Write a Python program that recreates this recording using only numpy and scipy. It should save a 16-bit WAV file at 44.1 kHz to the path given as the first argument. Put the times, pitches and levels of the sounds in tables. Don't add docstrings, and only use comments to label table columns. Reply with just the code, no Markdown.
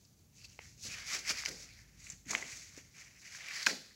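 import sys
import numpy as np
from scipy import signal
from scipy.fft import rfft, irfft
from scipy.io import wavfile

SR = 44100
rng = np.random.default_rng(int(sys.argv[2]) if len(sys.argv) > 2 else 0)


def master(y):
    cut = np.clip(np.atleast_2d(y).T, -1, 1)
    pcm = np.round(cut * 32767)
    wavfile.write(sys.argv[1], SR, pcm.astype(np.int16))


N = 174195
TIME = np.arange(N) / SR


def from_db(db):
    return 10 ** (np.asarray(db) / 20)


def rms_one(x):
    return x / np.sqrt(np.mean(x ** 2) + 1e-20)


def in_time(rows):
    start_s, *columns = np.transpose(rows)
    return [np.interp(TIME, start_s, column) for column in columns]


def colour(x, spectrum):
    hz, db = np.transpose(spectrum)
    f = np.maximum(np.arange(N // 2 + 1) * SR / N, 1)
    skirts = np.minimum(1, np.minimum(f / hz[0], hz[-1] / f)) ** 8
    gain = from_db(np.interp(np.log(f), np.log(hz), db)) * skirts
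    return rms_one(irfft(rfft(x) * gain, N))


def resonator(hz, width_hz):
    r = np.exp(-np.pi * width_hz / SR)
    zeros = np.array([1, 0, -1]) * (1 - r * r) / 2
    poles = [1, -2 * r * np.cos(2 * np.pi * hz / SR), r * r]
    return zeros, poles


def resonate(x, hz, width_hz):
    return signal.lfilter(*resonator(hz, width_hz), x)


def glide(x, hz, width_hz, size=128):
    out, state = np.zeros(N), np.zeros(2)
    for i in range(0, N, size):
        zeros, poles = resonator(hz[i], width_hz)
        out[i:i + size], state = signal.lfilter(zeros, poles, x[i:i + size], zi=state)
    return out


def drift(rate_hz):
    r = np.exp(-2 * np.pi * rate_hz / SR)
    return rms_one(signal.lfilter([1], [1, -2 * r, r * r], rng.standard_normal(N)))


def burst(start_s, rise_s, t60_s):
    age = np.maximum(TIME - start_s, 0)
    return (1 - np.exp(-age / rise_s)) * from_db(-np.minimum(60 * age / t60_s, 200))


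def background():
    # frequency_hz, density_db
    room_tone_spectrum = [(40, -12), (90, -2), (170, -3), (260, -11), (500, -20), (1200, -27), (3000, -28),
                          (6000, -26), (9000, -30), (15500, -28)]
    # start_s, hum_level_db, handling_level_db
    low_end = [(0, -88, -71), (0.5, -79, -66), (0.9, -69, -62), (1.6, -66, -66), (2.3, -70, -66),
               (3.0, -81, -69.5), (3.95, -78, -93)]
    room_tone_db, hum_hz, hum_waver_db = -69, 53, 0.5
    handling_hz, handling_width_hz = 80.6, 97
    hum_db, handling_db = in_time(low_end)
    tone = from_db(room_tone_db) * colour(rng.standard_normal(N), room_tone_spectrum)
    hum = rms_one(np.sin(2 * np.pi * hum_hz * TIME))
    hum = from_db(hum_db + hum_waver_db * drift(4.7)) * hum
    rumble = resonate(rng.standard_normal(N), handling_hz, handling_width_hz)
    rumble = resonate(rumble, handling_hz, handling_width_hz)
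    return tone + hum + from_db(handling_db) * rms_one(rumble)


def room(x):
    room_db, room_t60_s, room_delay_s = -11, 0.5, 0.001
    tail = (rng.standard_normal(N) * burst(room_delay_s, room_delay_s, room_t60_s))[:SR]
    return from_db(room_db) * signal.fftconvolve(x, tail / np.linalg.norm(tail))[:N]


def thumps():
    # start_s, level_db, t60_s, upper_edge_hz
    landings = [(0.849, -53.5, 0.26, 430), (1.125, -54.5, 0.45, 516), (1.299, -46, 0.15, 690),
                (1.479, -51, 0.48, 520), (2.129, -45, 0.047, 206), (2.261, -54.5, 0.49, 272),
                (2.301, -48.5, 0.64, 950), (2.332, -47.5, 0.3, 1050), (2.417, -48.5, 0.079, 1110),
                (2.775, -43.5, 0.044, 403), (3.666, -40, 0.18, 850), (3.706, -42.5, 0.25, 510)]
    rise_s, low_hz = 0.0019, 163
    out = np.zeros(N)
    for start_s, db, t60_s, top_hz in landings:
        edges_hz = [min(low_hz, top_hz / 2), top_hz]
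        band = signal.butter(2, edges_hz, "band", fs=SR, output="sos")
        puff = rms_one(signal.sosfilt(band, rng.standard_normal(N)))
        out += from_db(db) * burst(start_s, rise_s, t60_s) * puff
    return out


def pops():
    # start_s, level_db, pitch_hz (a quarter t60 in), t60_s
    buckles = [(0.4443, -45.5, 2600, 0.033), (0.5905, -32.5, 420, 0.015), (0.5905, -38, 1540, 0.0032),
               (0.5905, -32.5, 2180, 0.01), (1.4365, -20, 1640, 0.0018), (1.459, -17.5, 2170, 0.0096),
               (2.068, -39, 2330, 0.016), (2.333, -27.5, 1120, 0.013), (2.350, -13.5, 2130, 0.007),
               (2.3502, -17.5, 1090, 0.0032), (2.4245, -32, 2000, 0.026), (3.349, -35.5, 1680, 0.01),
               (3.6668, -19, 2460, 0.018), (3.6678, -12.5, 1567, .021)]
    rise_s, chaos, width_hz = 0.00026, 0.43, 540
    sag_share = 0.22
    low_hz, top_hz = 760, 3470
    white, out = rng.standard_normal(N), np.zeros(N)
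    for start_s, db, hz, t60_s in buckles:
        age = np.maximum(TIME - start_s, 0)
        sinking_hz = hz * (1 + sag_share * (0.25 - np.minimum(age / t60_s, 1)))
        cycles = np.cumsum((age > 0) * sinking_hz) / SR
        ring = np.sin(2 * np.pi * cycles) + chaos * rms_one(resonate(white, hz, width_hz))
        out += from_db(db) * burst(start_s, rise_s, t60_s) * ring
    band = signal.butter(2, [low_hz, top_hz], "band", fs=SR, output="sos")
    return signal.sosfilt(band, out)


def crackles():
    # start_s, level_db, t60_s, strongest_pitch_hz
    creases = [(0.05, -54.5, 0.028, 4660), (0.415, -50, 0.012, 2670), (0.4426, -43, 0.014, 4670),
               (0.451, -42.5, 0.024, 4500), (1.2818, -31, 0.018, 5200), (1.293, -24, 0.017, 5170),
               (1.311, -26, 0.021, 4900), (1.371, -33, 0.026, 4770), (1.384, -26, 0.016, 4900),
               (1.4228, -21, 0.0045, 5160), (1.452, -21, 0.0064, 4930), (1.4592, -22, 0.013, 5300),
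               (1.486, -32, 0.014, 5040), (2.0998, -38.5, 0.053, 7230), (2.12, -41.5, 0.035, 6200),
               (2.257, -47, 0.018, 6500), (2.296, -36, 0.016, 6200), (2.307, -29, 0.015, 6500),
               (2.308, -34, 0.03, 6300), (2.35, -26.5, 0.017, 3230), (3.217, -36, 0.0065, 6460),
               (3.3475, -33.5, 0.018, 2380), (3.484, -37, 0.067, 2340), (3.628, -30.5, 0.015, 4760),
               (3.663, -16.5, 0.028, 3740), (3.667, -25, 0.041, 5460), (3.693, -38, 0.18, 4540)]
    # frequency_hz, density_db
    crease_spectrum = [(500, -15), (1500, -9), (2400, 3.5), (3300, -10.5), (4800, 0), (6800, 2),
                       (9000, -13.5), (15500, -17)]
    rise_s, grain_db, width_hz = 0.0009, 3.5, 750
    focus = 6.8
    grain = from_db(grain_db * drift(540))
    fibres = colour(rng.standard_normal(N) * grain, crease_spectrum)
    out = np.zeros(N)
    for start_s, db, t60_s, hz in creases:
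        crackle = rms_one(fibres + focus * resonate(fibres, hz, width_hz))
        out += from_db(db) * burst(start_s, rise_s, t60_s) * crackle
    return out


def slips():
    slips_per_s, spread_db = 1900, 3
    smooth_share = 0.36
    sizes = from_db(spread_db * np.minimum(rng.exponential(1, N), 3)) * rng.choice([-1, 1], N)
    clicks = rms_one(sizes * (rng.random(N) < slips_per_s / SR))
    return np.sqrt(1 - smooth_share) * clicks + np.sqrt(smooth_share) * rng.standard_normal(N)


def sliding():
    # start_s, hiss_level_db, midrange_level_db
    turn_over = [(0.0, -68, -84), (0.045, -66, -86), (0.084, -72.5, -95), (0.31, -76, -88),
                 (0.36, -64.5, -73.5), (0.432, -61.5, -67), (0.449, -51.5, -67), (0.478, -65, -70.5),
                 (0.52, -61, -68), (0.575, -64, -75)]
    regrip = [(0.61, -63, -58), (0.636, -54.5, -61), (0.762, -67.5, -78.5), (0.8, -59, -78)]
    pull_apart = [(0.81, -56, -76), (0.838, -45, -59), (0.857, -40.5, -53), (0.926, -46.5, -51),
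                  (0.962, -47, -50), (0.985, -47.5, -48), (1.048, -50, -53.5), (1.143, -33.5, -39.5),
                  (1.228, -55, -59.5), (1.3, -32.5, -38), (1.311, -36, -36.5), (1.33, -45, -52.5),
                  (1.358, -46.5, -47.5), (1.395, -43, -48), (1.44, -48, -53)]
    swing_open = [(1.48, -40, -45), (1.488, -35.5, -44.5), (1.498, -48.5, -55), (1.556, -53.5, -62.5),
                  (1.634, -47.5, -57.5), (1.694, -60.5, -64), (1.802, -60.5, -65.5), (1.932, -70.5, -73),
                  (2.064, -50.5, -60), (2.126, -56.5, -59), (2.14, -60.5, -64), (2.24, -69.5, -103)]
    lay_down = [(2.255, -69, -61), (2.267, -60, -64.5), (2.314, -31.5, -40.5), (2.324, -47, -54.5)]
    smooth_flat = [(2.365, -50.5, -49.5), (2.433, -47.5, -54.5), (2.443, -50, -52.5), (2.517, -48.5, -56),
                   (2.699, -57, -64), (2.791, -51.5, -57), (2.83, -63.5, -69.5), (2.921, -63, -70.5),
                   (2.988, -54, -56), (3.115, -64, -66), (3.19, -63, -66.5)]
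    lift_flap = [(3.21, -59, -78), (3.213, -58.5, -62), (3.336, -49.5, -54.5), (3.438, -51.5, -50.5),
                 (3.632, -40, -45.5), (3.645, -48, -54.5)]
    flap_settles = [(3.69, -37, -45), (3.699, -40, -39.5), (3.786, -53, -80), (3.924, -64, -66.5),
                    (3.95, -65, -83)]
    # start_s, lower_hz, upper_hz
    bend = [(0.36, 2430, 6170), (0.44, 2590, 4750), (0.54, 2570, 6100), (0.66, 1970, 5650),
            (0.85, 2660, 5940), (1.01, 2100, 5040), (1.15, 2200, 5470), (1.39, 2080, 5200),
            (1.66, 2130, 5800), (1.72, 2210, 4100), (1.812, 1900, 5350), (2.07, 2280, 6530),
            (2.16, 2080, 6200), (3.37, 2180, 5560), (3.71, 1830, 4340)]
    # frequency_hz, density_db
    hiss_spectrum = [(1760, -105), (3000, -9), (4110, -1.5), (4570, 0.5), (5220, -3.5), (6760, -1),
                     (7940, -7), (8950, -15.5), (11000, -12), (12300, -16), (13700, -77), (15100, -20),
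                     (16000, -14)]
    # frequency_hz, density_db
    midrange_spectrum = [(700, -23.5), (1100, -8), (1550, -1.5), (2100, 0), (2600, -3.5), (3800, -7)]
    # frequency_hz, density_db
    rasp_spectrum = [(180, -10), (400, -3.5), (750, 1), (1300, -25), (3000, 1), (8000, -50), (15500, -37)]
    hiss_trim_db, upper_trim_db, lower_trim_db, midrange_trim_db = -4.5, -8.5, -2, 0.5
    lower_width_hz, upper_width_hz = 800, 2830
    judder_db, judder_hz = 2, 17.4
    flutter_db, flutter_hz = 2.5, 50
    firm_db, firm_rasp_db = -27.5, -44.5
    midrange_growth, rasp_growth = 1.2, 0.95

    movements = [turn_over, regrip, pull_apart, swing_open, lay_down, smooth_flat, lift_flap, flap_settles]
    hiss_db, mid_db = in_time(np.vstack(movements))
    pressure_db = mid_db - firm_db
    friction = slips() * from_db(judder_db * drift(judder_hz))
    lower_hz, upper_hz = in_time(bend)
    lower = glide(friction, lower_hz, lower_width_hz)
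    lower = rms_one(glide(lower, lower_hz, lower_width_hz))
    upper = glide(friction, upper_hz, upper_width_hz)
    upper = rms_one(glide(upper, upper_hz, upper_width_hz))

    bright = from_db(hiss_trim_db) * colour(friction, hiss_spectrum) + from_db(upper_trim_db) * upper
    hiss = from_db(hiss_db) * bright
    resonance = from_db(mid_db + lower_trim_db + flutter_db * drift(flutter_hz)) * lower
    broad_db = firm_db + midrange_trim_db + midrange_growth * pressure_db
    broad = from_db(broad_db) * colour(slips(), midrange_spectrum)
    rasp = from_db(firm_rasp_db + rasp_growth * pressure_db) * colour(slips(), rasp_spectrum)
    return hiss + resonance + broad + rasp


def scene():
    pop_room_db = -10
    paper = sliding() + crackles() + thumps()
    buckling = pops()
    reflections = room(paper + from_db(pop_room_db) * buckling)
    return (paper + buckling + reflections + background())[None]


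def record(dry):
    cutoff_hz = 15750
    low_pass = signal.ellip(12, 0.1, 80, cutoff_hz, fs=SR, output="sos")
    return signal.sosfilt(low_pass, dry)


dry = scene()
out = record(dry)
master(out)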